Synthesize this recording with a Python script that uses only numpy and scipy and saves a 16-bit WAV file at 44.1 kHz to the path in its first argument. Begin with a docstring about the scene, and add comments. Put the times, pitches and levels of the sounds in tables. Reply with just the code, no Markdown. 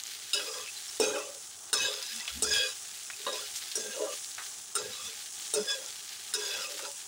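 """Sliced onions sizzle in oil in a deep metal pan, close to a mono microphone in a quiet kitchen.
From the start, water bursts as dense grains of filtered noise, with sparse tinkling; pops are ringing clicks.
After a third of a second a metal spatula makes the first of nine landings, each followed by a scrape:
blows and gritty noise excite shared modes of blade and pan. Short crackles of spiky ringing noise come
from the pan; from two seconds on there are soft low thumps, one longer low hum and three stick-slip squeals."""
import sys
import numpy as np
from scipy import signal
from scipy.fft import rfft, irfft
from scipy.io import wavfile
from scipy.ndimage import uniform_filter1d, minimum_filter1d

SR = 44100
rng = np.random.default_rng(int(sys.argv[2]) if len(sys.argv) > 2 else 0)


def to_wav(sig):
    """Store sig (one row per channel, or 1-D mono) as 16-bit WAV at the path in sys.argv[1].

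    Samples outside -1..1 are clipped; the rate is SR.
    """
    pcm = np.clip(np.atleast_2d(sig), -1, 1) * 32767
    pcm = np.round(pcm).astype(np.int16)
    wavfile.write(sys.argv[1], SR, pcm.T)  # frames by channels


def invert_db(level):
    """Linear amplitude ratio for a level in decibels (20 dB per decade), elementwise."""
    return 10 ** (np.asarray(level, dtype=float) / 20)


N = 311919   # samples


def rms_one(x):
    """Normalisation: scales the signal to rms 1."""
    return x / np.sqrt(np.mean(x ** 2) + 1e-20)


def in_time(rows, outside=None):
    """Linear interpolation: joins table rows by straight lines, one array per column after the time."""
    s, *columns = np.transpose(rows)
    t = np.arange(N) / SR
    return np.array([np.interp(t, s, column, left=outside, right=outside) for column in columns])


def colour(x, spectrum, size=4096):
    """Minimum-phase filtering: the folded cepstrum gives a causal filter of this spectrum; rms 1 out."""
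    hz, db = np.transpose(spectrum)
    grid = np.maximum(np.arange(size // 2 + 1), 0.1) * SR / size
    log_gain = np.interp(np.log(grid), np.log(hz), db) * np.log(10) / 20
    cepstrum = irfft(log_gain)
    cepstrum[1:size // 2] *= 2
    cepstrum[size // 2 + 1:] = 0
    response = irfft(np.exp(rfft(cepstrum)))
    return rms_one(signal.oaconvolve(x, response)[:N])


def high_pass(x, hz):
    """Fourth-order Butterworth low cut."""
    return signal.sosfilt(signal.butter(4, hz, "high", fs=SR, output="sos"), x)


def drift(rate):
    """Low-passed noise: a random wander of rms 1 through a double pole at rate [Hz], every 40th sample."""
    r = np.exp(-80 * np.pi * rate / SR)
    white = rng.standard_normal(N // 40 + 2002)
    slow = signal.lfilter([1], [1, -2 * r, r * r], white)[2000:]
    return np.interp(np.arange(N) / 40, np.arange(len(slow)), rms_one(slow))


def ring(force, hz, t60):
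    """Damped resonator: a unit click starts a cosine of height 1; zeros block the spectrum's two ends."""
    r, w = invert_db(-60 / (t60 * SR)), 2 * np.pi * hz / SR
    return signal.lfilter([0.5, 0, -0.5], [1, -2 * r * np.cos(w), r * r], force + 1e-18)


def grains(per_s, spread_db, clump_db):
    """Poisson-like impulses: random clicks of uneven size and sign, in clumps as their rate wanders."""
    sizes = invert_db(spread_db * np.minimum(rng.exponential(1, N), 6)) * rng.choice([-1, 1], N)
    chance = per_s * invert_db(clump_db * drift(15.0)) / SR
    return sizes * (rng.random(N) < chance)


def dying(at, heights, t60):
    """Exponential decay: jumps at the given samples that die away."""
    envelope = np.zeros(N)
    envelope[at] = heights
    return signal.lfilter([1], [1, -invert_db(-60 / (t60 * SR))], envelope + 1e-18)


def swell(s, length, attack_s, release_s):
    """Exponential growth and decay: rises 30 dB into s, holds for length and falls 30 dB a release."""
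    t = np.arange(N) / SR - s
    slopes = np.minimum(t / attack_s, (length - t) / release_s)
    return invert_db(np.maximum(30 * np.minimum(slopes, 0), -200))


def ringing_swells(rows, attack_s, release_s, cycles):
    """Narrow-band noise: each row swells at one pitch, with cycles of ringing per 60 dB of decay."""
    noise = rng.standard_normal((len(rows), N))
    out = 0
    for (s, length, hz, db), white in zip(rows, noise):
        tone = rms_one(ring(white, hz, cycles / hz))
        out = out + invert_db(db) * swell(s, length, attack_s, release_s) * tone
    return out


# spectrum of the room's noise: (frequency [Hz], relative density [dB])
ROOM_SPECTRUM = [(35, -66), (60, -5), (97, -5.5), (260, -7), (410, 2), (526, -7.5), (829, 5.5), (946, -3.5),
                 (1210, 3.5), (2000, -9), (2600, -66), (4400, -120)]


def room():
    """Stationary noise with a slight wander in level: the quiet kitchen's coloured noise floor."""
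    level = invert_db(-60.5 + 1.25 * drift(6.3))
    return level * colour(rng.standard_normal(N), ROOM_SPECTRUM)


# spectrum of the low rumble: (frequency [Hz], relative density [dB])
RUMBLE_SPECTRUM = [(26, -53), (48, -50), (72, -8), (105, 4.5), (135, -15), (215, 0.5), (310, -22.5)]
# the pan rocks on its ring: (time [s], length [s], level before the wander [dB])
ROCKS = [(1.027, 0.1, -55), (1.783, 0.085, -54.5), (2.34, 0.24, -50.5), (4.804, 0.11, -54),
         (5.028, 0.049, -57.5), (6.566, 0.035, -62)]


def rumble():
    """Amplitude modulation: a faint low noise swells whenever the pan rocks."""
    level = invert_db(-72.5)
    for s, length, db in ROCKS:
        level = level + invert_db(db) * swell(s, length, attack_s=0.012, release_s=0.034)
    return level * invert_db(0.48 * drift(22.0)) * colour(rng.standard_normal(N), RUMBLE_SPECTRUM)


def tinkle(level_db):
    """Lightly damped resonance: random tinkling of sparse small clinks, each click at one of 24 pitches."""
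    clicks = grains(per_s=100, spread_db=4.7, clump_db=4.0)
    dealt = rng.integers(0, 24, N)
    rings = 0
    for k, hz in enumerate(np.geomspace(2300, 7000, 24)):
        rings = rings + ring(clicks * (dealt == k), hz, 120 / hz)   # 120 cycles to fall 60 dB
    return invert_db(level_db - 17.5) * rms_one(rings)


def spit():
    """Sparse impulse noise: scattered droplets burst over a wide band."""
    clicks = grains(per_s=110, spread_db=2.3, clump_db=4.2)
    bright = colour(clicks, FIZZ_SPECTRUM)
    low = colour(clicks, BUBBLING_SPECTRUM)
    top = rms_one(high_pass(clicks, 10500.0))
    return invert_db(-59) * rms_one(bright + 0.29 * low + 0.45 * top)


# frying levels before the wander: (time [s], fine fizz [dB], coarse bubbling [dB])
FRYING_LEVELS = [(0.0, -46, -45.5), (1.02, -43, -47), (1.26, -45.5, -49.5), (1.75, -47, -52.5),
                 (1.95, -45.5, -44.5), (3.21, -44, -47), (3.48, -44, -43.5), (4.19, -42, -47),
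                 (4.71, -46.5, -50.5), (4.92, -45, -45.5), (5.61, -43, -46.5), (6.32, -45.5, -48),
                 (6.48, -43.5, -41.5), (7.07, -45, -50)]
# spectrum of the fine bursts: (frequency [Hz], relative density [dB])
FIZZ_SPECTRUM = [(1180, -71), (2000, -23), (3190, 1), (3650, -31), (5010, 10), (5470, 14.5), (6950, 17),
                 (8740, 14), (10400, 10.5), (11200, -1.5), (13400, -25.5), (15300, 5.5), (16100, 19),
                 (16500, -66)]
# spectrum of the coarse bursts: (frequency [Hz], relative density [dB])
BUBBLING_SPECTRUM = [(520, -32), (950, -25), (1550, -1.5), (2400, -1), (3400, 4.5), (4800, 3.5), (7500, -9)]


def frying():
    """Shot noise: tiny steam bubbles burst as bright fizz, larger ones bubble lower in the spectrum."""
    fizz_db, bubbling_db = in_time(FRYING_LEVELS)
    hiss = 0.61 * rng.standard_normal(N)      # bursts too fine to tell apart
    fizz = colour(rms_one(grains(9000.0, 3.4, 1.5)) + hiss, FIZZ_SPECTRUM)
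    bubbling = colour(grains(5000, 3.5, 2.2), BUBBLING_SPECTRUM)
    fizz = invert_db(fizz_db + 0.8 * drift(4.0)) * fizz
    bubbling = invert_db(bubbling_db + 1.8 * drift(12)) * bubbling
    return spit() + tinkle(bubbling_db) + fizz + bubbling


# soft low thumps around the pan, and one longer low hum:
#   (time [s], length [s], pitch [Hz], level before the swell [dB rms])
THUMPS = [(2.138, 0.059, 228, -61), (2.323, 0.3, 68.4, -55.5), (2.38, 0.07, 268, -52),
          (3.207, 0.074, 424, -58.5), (3.79, 0.13, 218.4, -59), (5.084, 0.046, 439, -56.5),
          (5.576, 0.05, 198.5, -50)]


def thumps():
    """Low resonance under a gentle swell: soft low thumps around the pan, and one longer low hum."""
    return ringing_swells(THUMPS, attack_s=0.037, release_s=0.03, cycles=47)


# short crackles from the pan, some of them oil pops: (time [s], level [dB], pitch [Hz], t60 [s])
CRACKLES = [(0.676, -27, 2600, 0.039), (1.348, -26.5, 6800, 0.027), (2.278, -20, 2620, 0.085),
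            (2.293, -23, 3170, 0.147), (3.1004, -23, 1770, 0.056), (4.379, -27, 1370, 0.2),
            (6.792, -28, 1280, 0.075), (2.026, -19.5, 4560, 0.086), (2.064, -26, 5300, 0.06),
            (3.559, -18, 5900, 0.094), (3.715, -20, 3830, 0.08), (5.873, -24, 5900, 0.13)]


def crackles():
    """Impulsive noise in a damped resonator: spiky noise at one pitch that dies away."""
    t = np.arange(8820) / SR
    out = np.zeros(N + len(t))
    for s, db, hz, t60 in CRACKLES:
        i = round(s * SR)
        crackle = ring(rng.standard_normal(len(t)) ** 3, hz, 4.5 / hz)   # cubing makes the noise spiky
        out[i:i + len(t)] += invert_db(db - 60 * t / t60) * crackle / np.abs(crackle[:600]).max()
    return out[:N]


# single pops in the oil, and two faint ticks just before spatula landings:
#   (time [s], level of the ring [dB], pitch [Hz])
POPS = [(0.037, -14, 6700), (0.0696, -20, 6570), (0.662, -29, 2680), (1.941, -21, 3570),
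        (2.133, -25.5, 9500), (2.161, -19.5, 8500), (2.2, -21, 3900), (2.207, -20, 5570),
        (2.254, -28, 2620), (2.2787, -29, 3330), (2.9747, -31, 14500), (3.1025, -29, 1700),
        (3.251, -36.5, 1480), (4.0952, -30.5, 11500), (4.2457, -21.5, 4560), (4.3498, -19, 6660),
        (5.862, -18.5, 6190), (6.0924, -21, 5400), (6.33, -33, 1790), (6.722, -22.5, 5670)]


def pops():
    """Impulse response of a resonator: each click rings a few cycles at a pitch of its own."""
    out, click = np.zeros(N + 400), np.eye(1, 400)[0]
    snap = 0.7 * high_pass(click, 6000.0)      # a bright snap at the onset
    for s, db, hz in POPS:
        i = round(s * SR)
        out[i:i + 400] += invert_db(db) * (ring(click, hz, 12.0 / hz) + snap)
    return out[:N]


# the blade grazes the pan: (time [s], length [s], pitch [Hz], level before the swell [dB rms])
CLINKS = [(0.668, 0.031, 2596, -44.5), (0.765, 0.012, 4090, -45), (0.885, 0.013, 5450, -43),
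          (2.03, 0.1, 4000, -50), (2.2, 0.018, 1970, -47), (4.93, 0.042, 3910, -46),
          (6.845, 0.061, 880, -52)]


def clinks():
    """Lightly damped resonance: faint grazes of the blade, each singing on one pitch."""
    return ringing_swells(CLINKS, attack_s=0.0089, release_s=0.0091, cycles=120)


# the blade chatters and squeals: (time [s], length [s], starting pitch [Hz], level before partials [dB])
SQUEALS = [(2.53, 0.14, 1649, -45.5), (5.683, 0.052, 1645, -40), (6.418, 0.163, 1636, -52.5)]
# bending modes of the squealing blade: (multiple of the pitch [ratio], relative level [dB])
SQUEAL_PARTIALS = [(1, 0), (2.1, 5), (3.069, 2.5)]


def squeal():
    """Stick-slip locks onto three bending modes of the blade; each wavers in pitch and strength."""
    release_s, sag_per_s = 0.047, 0.2   # the pitch sags by this share a second
    level, pitch_rows = 0, []
    for s, length, start_hz, db in SQUEALS:
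        level = level + invert_db(db) * swell(s, length, 0.028, release_s)
        for after in (0, length + release_s):
            pitch_rows.append((s + after, start_hz * (1 - sag_per_s * after)))
    hz, = in_time(pitch_rows)
    out = 0
    for multiple, db in SQUEAL_PARTIALS:
        phase = 2 * np.pi * np.cumsum(multiple * hz * (1 + 0.003 * drift(30.0))) / SR
        out = out + np.sqrt(2) * invert_db(db + 0.8 * multiple * drift(33.0)) * np.sin(phase)
    return level * out


def soften(envelope):
    """First-order lag: contact builds up over a few milliseconds."""
    contact_s = 0.0056
    r = np.exp(-1 / (contact_s * SR))
    return signal.lfilter([1 - r], [1, -r], envelope)


# spectrum of the bowl's dull knock: (frequency [Hz], relative density [dB])
THUD_SPECTRUM = [(120, -39), (230, 4), (500, 0), (900, 2.5), (1400, -32)]


def thud(rows, at):
    """Heavily damped broad-band response: the whole bowl gives way under a blow with a dull knock."""
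    knock = high_pass(colour(rng.standard_normal(N), THUD_SPECTRUM), 170.0)
    return dying(at, 0.35 * invert_db(rows[:, 1]), 0.22) * knock


def crack(rows, at, bounce):
    """Impact noise: the edge meeting the pan gives a brief bright burst at each touch."""
    first = 1.36 * invert_db(rows[:, 4])
    envelope = dying(at, first, 0.075) + dying(bounce, 0.5 * first, 0.017)
    white = rng.standard_normal(N)
    spark = dying(at + 100, 0.9 * first, 0.03) * high_pass(white, 10500.0)      # the very top dies sooner
    return high_pass(soften(envelope) * colour(white, FIZZ_SPECTRUM) + spark, 4400.0)


# free modes of the blade: (frequency [Hz], level over its group's skid [dB], t60 [s])
BLADE_MODES = [(2827, -10, 0.077), (3770, -1, 0.044), (4310, -12, 0.25), (5184, -10.5, 0.16),
               (5700, -14, 0.031), (6970, -9, 0.054), (7380, -7.5, 0.091), (7930, -31, 0.067),
               (8160, -4.5, 0.056), (9330, 1, 0.027), (9680, -5, 0.054)]


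def clang(rows, at, bounce):
    """Free vibration: the blade rings clear at each touch; two more modes differ from landing to landing."""
    out = np.zeros(N + 4410)
    strengths_db = 3.4 * rng.standard_normal((len(at), 2, len(BLADE_MODES)))
    for k, (hz, db, t60) in enumerate(BLADE_MODES):
        group = np.searchsorted(GROUP_TOPS_HZ, hz)
        blow_db = rows[:, 1 + group] + db
        force = np.zeros(N)
        force[at + 40] = invert_db(blow_db + strengths_db[:, 0, k])
        force[bounce] = invert_db(blow_db - 6.0 + strengths_db[:, 1, k])
        out[:N] += ring(uniform_filter1d(force, size=3) * 3, hz, t60) * (-1) ** k
    touches = np.zeros(4410)
    touches[[40, bounce[0] - at[0]]] = 1
    # the grip adds a mode of its own at each landing
    for i, db, hz in zip(at, rows[:, 3:5].max(axis=1), rows[:, 5]):
        out[i:i + len(touches)] += invert_db(db + 6.0) * ring(touches, hz, 0.05)
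    # the lowest bending mode depends on where the edge lands
    for i, db, stroke in zip(at, rows[:, 2], SCRAPES):
        out[i:i + len(touches)] += invert_db(db + 8.0) * ring(touches, stroke[0][3], 0.042)
    return out[:N]


def contact_shares(at):
    """Modal coupling: the moving contact favours one mode, then another; a group's powers sum to 1."""
    hz, db, t60 = np.transpose(METAL_MODES)[:, :, None]
    group = np.searchsorted(GROUP_TOPS_HZ, hz[:, 0])
    last_landing = np.maximum(np.searchsorted(at, np.arange(N), "right") - 1, 0)
    landed_hz, later_hz, first_boom_hz = np.array(LANDINGS)[last_landing, 5:].T

    # the contact soon slides to another high mode, and gradually to a later boom mode
    fresh = np.minimum(dying(at, 0.82, 0.031 * np.log(1000)), 1)   # time constant 0.031 s
    tink_hz = np.where(fresh > 0.37, landed_hz, later_hz)
    later_boom_hz = 531
    boom_fresh = np.minimum(dying(at, 0.97, 0.14 * np.log(1000)), 1)   # time constant 0.14 s
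    boom_hz = later_boom_hz + (first_boom_hz - later_boom_hz) * boom_fresh

    favoured_rows = [(s, *stroke[0][3:]) for s, stroke in zip(at / SR, SCRAPES)]
    favoured_rows += [(row[0], *row[3:]) for stroke in SCRAPES for row in stroke]
    clank_hz, ring_hz = in_time(sorted(favoured_rows))

    favoured_hz = np.array([boom_hz, clank_hz, ring_hz, tink_hz])[:, ::40]
    width = np.where(group > 0, 0.052, 0.12)[:, None]   # in log frequency
    near = np.exp(-(np.log(favoured_hz[group] / hz) / width) ** 2)
    near = near * np.array([0.51, 0.95, 0.8, 0.45])[group, None]
    wander_db = 3.3 * np.array([drift(8)[::40] for mode in METAL_MODES])
    shares = invert_db(db + 22.6 * near + wander_db)
    power = np.array([np.sum(shares[group == g] ** 2, axis=0) for g in group])
    return group, shares / np.sqrt(power)


# pan and blade in contact: (frequency [Hz], relative level [dB], t60 [s])
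METAL_MODES = [(306, -10.5, 0.048), (419.3, 0.5, 0.14), (514, -6, 0.1), (568, -3, 0.097), (630, -5, 0.045),
               (708, -22, 0.015), (802, -14.5, 0.16), (857, -6, 0.025), (1000, -3.5, 0.093),
               (1176, -5, 0.057), (1374, -4, 0.023), (1624, -5, 0.092), (1946, -7.5, 0.11),
               (2500, 4.5, 0.086), (2668, 7.5, 0.045), (2960, 0, 0.11), (3370, -0.5, 0.12),
               (3480, -3.5, 0.13), (3813, 4, 0.028), (4060, -8, 0.11), (4690, 1, 0.05), (5030, 6.5, 0.073),
               (5450, 5, 0.089), (5900, 9.5, 0.09), (5620, 7, 0.016), (6400, 13, 0.08), (7300, 5.5, 0.2),
               (8800, 4, 0.013), (9760, 4, 0.019)]


def contact_modes(rows, at, bounce, scrape, grit):
    """Modal synthesis: blows and gritty scraping force a bank of damped resonators."""
    starts = np.arange(at[0] - 200, N + 1200, 1200)      # short stretches, each with its own tuning
    stroke_of = np.searchsorted(at, np.minimum(starts + 1199, N), "right") - 1
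    out = np.zeros(N + SR)
    for k, ((hz, db, t60), group, share) in enumerate(zip(METAL_MODES, *contact_shares(at))):
        share = np.repeat(share, 40)[:N]
        # 3 dB over the skid; only the two low groups take the blow itself
        blow = invert_db(rows[:, 1 + group] + 3) * (group <= 1)
        force = np.zeros(N)
        force[at] = blow * share[at + 300]
        force[bounce] = blow * share[bounce] * invert_db(-5.0)
        steady = np.sqrt(4 * np.log(1000) / (t60 * SR))      # rms 1 noise rings at rms 1
        force += scrape[group] * grit[group] * steady * share
        # food load and grip shift the modes stroke by stroke, and they wander as the blade travels
        detune = 1 + 0.006 * rng.standard_normal(len(at))[stroke_of]
        detune = detune + 0.013 * drift(4.0)[np.minimum(starts, N - 1)]
        for start, end, shift in zip(starts, starts[1:], detune):
            stretch = np.pad(force[start:end], (0, SR // 12))   # room for the ring to die
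            out[start:start + len(stretch)] += ring(stretch, hz * shift, t60) * (-1) ** k
    return high_pass(out[:N], 164.0)


# spatula landings: (time [s], skid level of boom [dB], clank [dB], ring [dB], tink [dB] modes,
#   high mode favoured at the touch [Hz], high mode favoured later [Hz], boom mode favoured at the touch [Hz])
LANDINGS = [(0.332, -50, -46, -27.5, -29, 5070, 5140, 400),
            (0.999, -19.5, -49, -33.5, -29.5, 5450, 4600, 445),
            (1.729, -38.5, -33.5, -27.5, -25.5, 5180, 5000, 430),
            (2.422, -33, -44, -39, -26, 8000, 5020, 423), (3.265, -33.5, -37, -34.5, -50, 3840, 5000, 507),
            (3.754, -45, -48, -45, -32, 5700, 6400, 440), (4.752, -44, -39.5, -36.5, -31, 8800, 5140, 407),
            (5.537, -32, -45.5, -40, -28.5, 8580, 4950, 418),
            (6.337, -52, -41, -33.5, -30.5, 5100, 5200, 404)]
# scrapes, one curve a stroke: (time [s], low modes [dB], high modes [dB],
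#   favoured clank mode [Hz], favoured ring mode [Hz])
SCRAPES = [
    [(0.345, -38, -55, 1410, 3060), (0.369, -48.5, -47, 1640, 3000), (0.471, -46.5, -45.5, 1170, 3640),
     (0.573, -47.5, -43, 1110, 3330), (0.627, -54, -49, 1110, 3310), (0.675, -73.5, -53, 1500, 2680)],
    [(1.015, -52, -29.5, 1327, 3300), (1.101, -36.5, -43, 1314, 3210), (1.127, -31.5, -43.5, 1650, 3330),
     (1.177, -35, -40.5, 1130, 2430), (1.269, -46.5, -54.5, 1120, 3050), (1.377, -59, -83, 1370, 3420)],
    [(1.745, -39, -58, 1513, 3600), (1.781, -54, -34, 1530, 3690), (1.833, -40.5, -31, 1604, 3700),
     (1.991, -54.5, -47.5, 1430, 3480), (2.067, -83, -44, 1670, 3760), (2.311, -60, -45, 1370, 3320)],
    [(2.44, -42, -40, 1340, 3360), (2.48, -46, -36, 1630, 3470), (2.54, -41, -23, 1624, 3480),
     (2.556, -41, -26.5, 1620, 3300), (2.632, -43, -33, 1584, 3350), (2.734, -69, -45.5, 1570, 3000)],
    [(3.28, -54, -48, 1040, 3800), (3.296, -60, -65, 1120, 3830), (3.33, -42, -41, 1000, 3760),
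     (3.362, -44.5, -40, 1000, 3560), (3.426, -51, -48, 1400, 3200), (3.462, -69, -50, 1410, 2700)],
    [(3.77, -33.5, -66, 1580, 3350), (3.79, -46, -54, 1620, 3460), (3.928, -51.5, -45, 1630, 3200),
     (3.99, -32, -53, 960, 3040), (4.054, -31, -53.5, 1080, 2990), (4.14, -49, -44.5, 1215, 3000)],
    [(4.765, -43, -47, 1380, 3710), (4.875, -46.5, -54, 1720, 3560), (4.935, -59, -49.5, 1116, 3530),
     (5.067, -67, -41.5, 1230, 3480), (5.131, -77, -62, 1470, 3270), (5.15, -81, -45, 1570, 3250)],
    [(5.555, -37, -58, 1400, 3590), (5.615, -46, -49, 1366, 3480), (5.647, -46, -53, 1608, 3370),
     (5.701, -46.5, -32.5, 1633, 3400), (5.789, -47.5, -53, 1610, 3320), (5.893, -60, -56, 1370, 3550)],
    [(6.35, -46, -74, 1457, 3620), (6.432, -48, -38, 1570, 3500), (6.56, -46, -40, 1536, 3600),
     (6.66, -51, -41.5, 1170, 2420), (6.748, -52, -78, 1380, 3500), (6.854, -47.5, -41, 1340, 3850),
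     (6.902, -55, -73, 1185, 3060), (6.97, -86, -52, 1630, 3330)],
]
# upper edges of the boom, clank and ring groups; tink lies above: (frequency [Hz])
GROUP_TOPS_HZ = [900, 2250, 4500]
# how each group follows the two scrape levels: (share of the low level [ratio], offset [dB])
GROUP_FOLLOWS = [(1, 0.5), (0.28, -3.5), (0.018, -2), (0.094, -0.5)]


def metal():
    """Forced vibration: landings and scraping drive the same modes of pan and blade."""
    rows = np.array(LANDINGS)
    at = np.round(rows[:, 0] * SR).astype(int)
    bounce = at + round(0.011 * SR)      # the blade springs back and lands again
    levels = [in_time(np.array(stroke)[:, :3], outside=-120) for stroke in SCRAPES]
    low_db, high_db = np.max(levels, axis=0)
    scrape = []
    for g, (low, db) in enumerate(GROUP_FOLLOWS):
        skid = soften(dying(at, invert_db(rows[:, 1 + g]), 0.17))   # the edge skids briefly after the blow
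        scrape.append(invert_db(db + low * low_db + (1 - low) * high_db) + skid)
    grit = [rms_one(grains(4000.0, 3.72, clump_db)) for clump_db in (0.73, 3.0, 2.5, 1.5)]
    modes = contact_modes(rows, at, bounce, scrape, grit)
    rasp = 0.35 * scrape[3] * colour(grit[3], FIZZ_SPECTRUM)      # modes too dense to tell apart
    rasp = rasp + 0.31 * scrape[2] * colour(grit[2], BUBBLING_SPECTRUM)
    rasp = rasp + 0.097 * scrape[0] * high_pass(colour(grit[0], THUD_SPECTRUM), 800.0)
    return modes + rasp + crack(rows, at, bounce) + clang(rows, at, bounce) + thud(rows, at)


def scene():
    """Superposition: the pressures of all sources add at one microphone."""
    background = room() + rumble() + frying()
    single_sounds = thumps() + high_pass(pops() + crackles(), 604.0)
    spatula = clinks() + squeal() + metal()
    mono = background + single_sounds + spatula
    return np.array([mono, mono])


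def limiter(x, threshold_db=-22.0, slope=0.24, ahead_s=0.021):
    """Look-ahead gain control: the gain sinks just before a loud peak and comes back after it."""
    span = round(ahead_s * SR)
    over_db = np.maximum(20 * np.log10(np.abs(x[0]) + 1e-9) - threshold_db, 0)
    gain_db = minimum_filter1d(-slope * over_db, 2 * span + 1)
    return x * invert_db(uniform_filter1d(gain_db, span // 4))


def band_limit(x):
    """A steep low-pass at the top of the band."""
    return signal.sosfilt(signal.butter(12, 16960, fs=SR, output="sos"), x)


def record(dry):
    """Dynamic compression and band-limiting: peaks are limited and the top above 16 kHz is cut."""
    top_cut = signal.cheby2(14, 40, 16000, fs=SR, output="sos")
    mix = signal.sosfilt(top_cut, limiter(dry))
    return band_limit(mix)


dry = scene()
out = record(dry)
to_wav(out)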